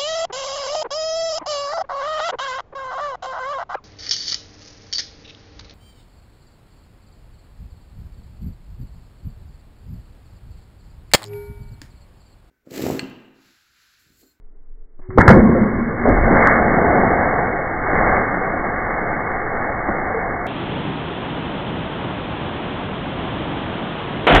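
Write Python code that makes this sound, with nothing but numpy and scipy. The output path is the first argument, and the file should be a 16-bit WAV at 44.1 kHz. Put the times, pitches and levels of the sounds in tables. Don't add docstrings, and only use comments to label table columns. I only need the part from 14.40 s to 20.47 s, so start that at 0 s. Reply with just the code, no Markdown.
import sys
import numpy as np
from scipy import signal
from scipy.fft import rfft, irfft
from scipy.io import wavfile
from scipy.ndimage import uniform_filter1d

SR = 44100
rng = np.random.default_rng(int(sys.argv[2]) if len(sys.argv) > 2 else 0)


def generate_wav(signal):
    frames = np.transpose(np.atleast_2d(signal))
    scaled = np.clip(frames, -1, 1) * 32767
    pcm = np.round(scaled).astype(np.int16)
    wavfile.write(sys.argv[1], SR, pcm)


N = 267598
TIME = np.arange(N) / SR
FREQS = np.maximum(np.fft.rfftfreq(N, 1 / SR), 1)
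SLOW_TOP_HZ = 2235
PUNCTURE_S, LANDS_S, LANDING_S = 0.88, 1.64, 0.16
SAG_FROM_S = 2.59


def undb(db):
    return 10 ** (np.asarray(db) / 20)


def unit(x):
    return x / np.sqrt(np.mean(x ** 2))


def colour(x, points):
    hz, db = np.transpose(points)
    gain = undb(np.interp(np.log(FREQS), np.log(hz), db)) * (FREQS < SLOW_TOP_HZ)
    return unit(irfft(rfft(x) * gain, N))


def walk(rate_hz):
    step = int(SR / rate_hz)
    held = rng.standard_normal(4096)[np.arange(N) // step]
    return 1.3 * uniform_filter1d(uniform_filter1d(held, step), step)


def add(out, s, x):
    i = int(s * SR)
    out[i:i + len(x)] += x[:N - i]


def fade(t, t60_s):
    return np.exp(-np.log(1000) * t / t60_s)


def ramp(s, length_s):
    return np.clip((TIME - s) / length_s + 0.5, 0, 1)


def settle(s, tau_s):
    return np.exp(-np.maximum(TIME - s, 0) / tau_s)


def blows(rows, rise_s=0.0011):
    out, t = np.zeros(N), TIME[:SR // 2]
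    f = np.maximum(np.fft.rfftfreq(len(t), 1 / SR), 1)
    for s, db, hz, octaves, t60_s, *_ in rows:
        band = np.exp(-0.5 * (np.log2(f / hz) / octaves) ** 2) / np.sqrt(f) * (f < SLOW_TOP_HZ)
        envelope = fade(t, t60_s) * (1 - np.exp(-t / rise_s))
        burst = irfft(band * np.exp(2j * np.pi * rng.random(len(f))), len(t)) * envelope
        add(out, s, undb(db) * burst * np.sqrt(np.sum(envelope ** 2) / np.sum(burst ** 2)))
    return out


# (frequency [Hz], relative density [dB])
AIR_SPECTRUM = [(5, -29), (11, -3.5), (24, -7.5), (32, -20), (54, -40), (172, -50.5), (295, -44),
                (350, -52.5), (435, -39.5), (490, -54), (620, -55), (2200, -68.5)]


def air(level_db=-35.5):
    return undb(level_db) * colour(rng.standard_normal(N), AIR_SPECTRUM)


# (time [s], level [dB], centre [Hz], width [oct], t60 [s])
KNOCKS = [(3.53, -21, 211, .5, .2), (5.484, -11.5, 332, 1.35, 0.1), (5.743, -17, 453, 0.094, 0.24)]


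def knocks():
    return blows(KNOCKS)


# (time [s], peak [dB])
SHARP_PEAKS = [(.817, -3.5), (2.073, 0)]


def crack_and_tick(hz=1500, half_width_s=0.00069):
    return sum(undb(db) * np.cos(2 * np.pi * hz * (TIME - s)) * np.exp(-((TIME - s) / half_width_s) ** 2)
               for s, db in SHARP_PEAKS)


# (time [s], level [dB], centre [Hz], width [oct], t60 [s])
RIFLE_BLOWS = [(.592, -38.5, 347, 1.14, 0.07), (.615, -53.5, 1400, 1.2, 0.66),
               (.688, -26.5, 130, 1.2, 0.37), (.704, -27.5, 1190, 1.8, 0.037), (.712, -43, 1250, .95, .7),
               (.755, -20, 146.6, 0.64, .15), (.776, -2, 363, 0.9, 0.14), (.783, 3, 710, 0.79, 0.036),
               (.786, 0.5, 107.5, 0.97, 0.11), (.79, -14.5, 1500, 1.2, 0.75), (.808, -3, 1590, 0.93, 0.051),
               (.825, -15, 300, 0.76, 0.37), (.852, -12.5, 299, 1.3, 0.24)]


def rifle(shot_s=0.773, spring_hz=372, spring_db=-24.5, rise_db_per_s=199, fall_db_per_s=394):
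    hum_db = spring_db - np.maximum(rise_db_per_s * (shot_s - TIME), fall_db_per_s * (TIME - shot_s))
    cycles = np.cumsum(spring_hz * (1 + 0.0061 * walk(43.5))) / SR
    hum = np.sqrt(2) * np.sin(2 * np.pi * cycles) * undb(hum_db + 1.16 * walk(50))
    return blows(RIFLE_BLOWS) + hum


# (time [s], level [dB], centre [Hz], width [oct], t60 [s], ring gain [dB])
CAN_BLOWS = [(.878, 4.5, 1300, 0.69, 0.079, -11), (.883, 7.5, 121.8, 0.77, .13, -21.5),
             (.9, 2.5, 650, 0.58, 0.1, -14), (.903, -5, 1700, 0.45, 0.13, -25),
             (1.15, -18.5, 442, 0.28, 0.7, -20), (1.651, -10.5, 599, 0.8, 0.2, -41),
             (1.677, -8.5, 351, 0.85, 0.39, -24), (1.908, -9, 300, 1, 0.26, -37)]
# (frequency [Hz], relative level [dB], t60 [s])
SHELL_MODES = [(346, -4.5, 0.74), (463, -1, .35), (530, 2.5, .4), (698, -4, 0.35), (784, -13, 0.31),
               (1087, -14.5, 0.81), (1103, -12.5, 0.36), (1377, -9.5, 0.36)]


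def can_shell():
    out, t = blows(CAN_BLOWS), TIME[:SR]
    for s, *_, ring_db in CAN_BLOWS:
        for hz, db, t60_s in SHELL_MODES:
            detune, strength = rng.standard_normal(2)
            mode = np.sin(2 * np.pi * hz * (1 + 0.0075 * detune) * t) * fade(t, t60_s)
            add(out, s, undb(ring_db + db + 0.63 * strength) * mode)
    return out


# (frequency [Hz], relative density [dB])
CHURN_SPECTRUM = [(30, -19.5), (70, -5.5), (170, -3), (230, 5), (290, -4), (350, -4), (410, -6.5),
                  (510, -8), (620, -16), (900, -20.5), (1110, -17), (1280, -33.5), (2200, -39.5)]


def can_cavity(upright_hz=211.4, tipped_hz=238, tips_s=1.26, glug_hz=7.1, first_glug_s=0.82,
               base_db=-26.5, fade_db_per_s=39.5, attack_s=0.025):
    hz = upright_hz + (tipped_hz - upright_hz) * ramp(tips_s, length_s=0.13)
    hz *= 1 + 0.025 * walk(25)
    drive = 1 + walk(75) + 1j * walk(75)
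    note = unit(np.real(drive * np.exp(2j * np.pi * np.cumsum(hz) / SR)))
    churn = colour(rng.standard_normal(N), CHURN_SPECTRUM)
    burst_db = 15.5 * settle(PUNCTURE_S + 0.15, tau_s=0.23)
    glug_db = 3 * np.cos(2 * np.pi * glug_hz * (TIME - first_glug_s)) * (1 - ramp(LANDS_S, LANDING_S))
    sag_db = fade_db_per_s * np.maximum(TIME - SAG_FROM_S, 0)
    envelope = undb(base_db + burst_db + glug_db - sag_db) * ramp(PUNCTURE_S + attack_s / 2, attack_s)
    return (undb(-2) * note + undb(2) * churn) * envelope


def wet_jet(drops_per_s, spread_db, drops_db=-2):
    gas = rng.standard_normal(N)
    size = undb(spread_db * rng.random(N))
    drops = (rng.random(N) < drops_per_s / SR) * size * rng.choice([-1, 1], N)
    return gas + undb(drops_db) * unit(drops)


def rush_db(standing_db, lying_db, burst_db, sag_db):
    pose_db = standing_db + (lying_db - standing_db) * ramp(LANDS_S, LANDING_S)
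    pressure_db = burst_db * settle(PUNCTURE_S, tau_s=0.15) - sag_db * (1 - settle(SAG_FROM_S, tau_s=1))
    return pose_db + pressure_db


# (time [s], half width [s], hiss [dB], roar [dB], gusts [dB])
JET_SWINGS = [(.97, .08, 0.5, -1, 3.5), (1.75, .13, -1.5, -4, 14), (1.955, .06, 1, 0.5, 6.5),
              (2.072, .11, 7, 0, 2), (2.55, .16, 0.1, 2, 0), (3.313, 0.22, -3.5, -4.5, -2),
              (3.656, 0.2, 6.5, 6, 7), (6.07, .2, -2.5, 1, 3.5)]


def jet_aim_db():
    return sum(np.outer(swells_db, np.exp(-((TIME - s) / half_width_s) ** 2))
               for s, half_width_s, *swells_db in JET_SWINGS)


# (frequency [Hz], relative density [dB])
HISS_SPECTRUM = [(300, -12.5), (700, -6.5), (960, -6), (1120, 1.5), (1220, 0.5), (1300, -3.5), (1450, -0.5),
                 (1650, 0), (1950, -2.5), (2300, -2.5)]
ROAR_SPECTRUM = [(30, -11.5), (70, -4.5), (140, -2.5), (220, -0.5), (300, -1.5), (430, -1), (540, 0.5),
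                 (610, -2.5), (720, 3.5), (820, 0.5), (900, -4.5), (980, -11.5), (1500, -27.5)]
GUST_SPECTRUM = [(8, -4), (25, -4), (50, -4), (70, -6.5), (130, -13), (300, -28), (900, -49)]


def spray(opening_s=0.091):
    hiss_db, roar_db, gust_db = jet_aim_db()
    hiss_db += rush_db(standing_db=-30, lying_db=-20.5, burst_db=6, sag_db=5.5)
    roar_db += rush_db(standing_db=-33, lying_db=-16, burst_db=24.5, sag_db=9.5)
    gust_db += rush_db(standing_db=-34, lying_db=-28, burst_db=21.5, sag_db=9)
    sputter_db = 0.43 * walk(45)
    hiss = colour(wet_jet(drops_per_s=1100, spread_db=14), HISS_SPECTRUM) * undb(hiss_db + sputter_db)
    roar = colour(wet_jet(drops_per_s=600, spread_db=16), ROAR_SPECTRUM)
    roar *= undb(roar_db + sputter_db + 0.8 * walk(7.4))
    gusts = colour(rng.standard_normal(N), GUST_SPECTRUM) * undb(gust_db + 0.86 * walk(12))
    return (hiss + roar + gusts) * ramp(PUNCTURE_S + opening_s / 2, opening_s)


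def scene():
    return (air() + rifle() + can_shell() + can_cavity() + spray() + knocks() + crack_and_tick())[None]


def record(dry, overload_db=-0.03, top_hz=15900):
    overloaded = np.clip(dry, -undb(overload_db), undb(overload_db))
    taps = signal.firwin(2001, SLOW_TOP_HZ, window="blackman", fs=SR)
    slowed = signal.fftconvolve(overloaded, taps[None], "same", axes=1)
    lowpass = signal.ellip(8, 0.2, 70, top_hz, fs=SR, output="sos")
    return signal.sosfilt(lowpass, np.clip(slowed, -1, 1))


dry = scene()
out = record(dry)
generate_wav(out)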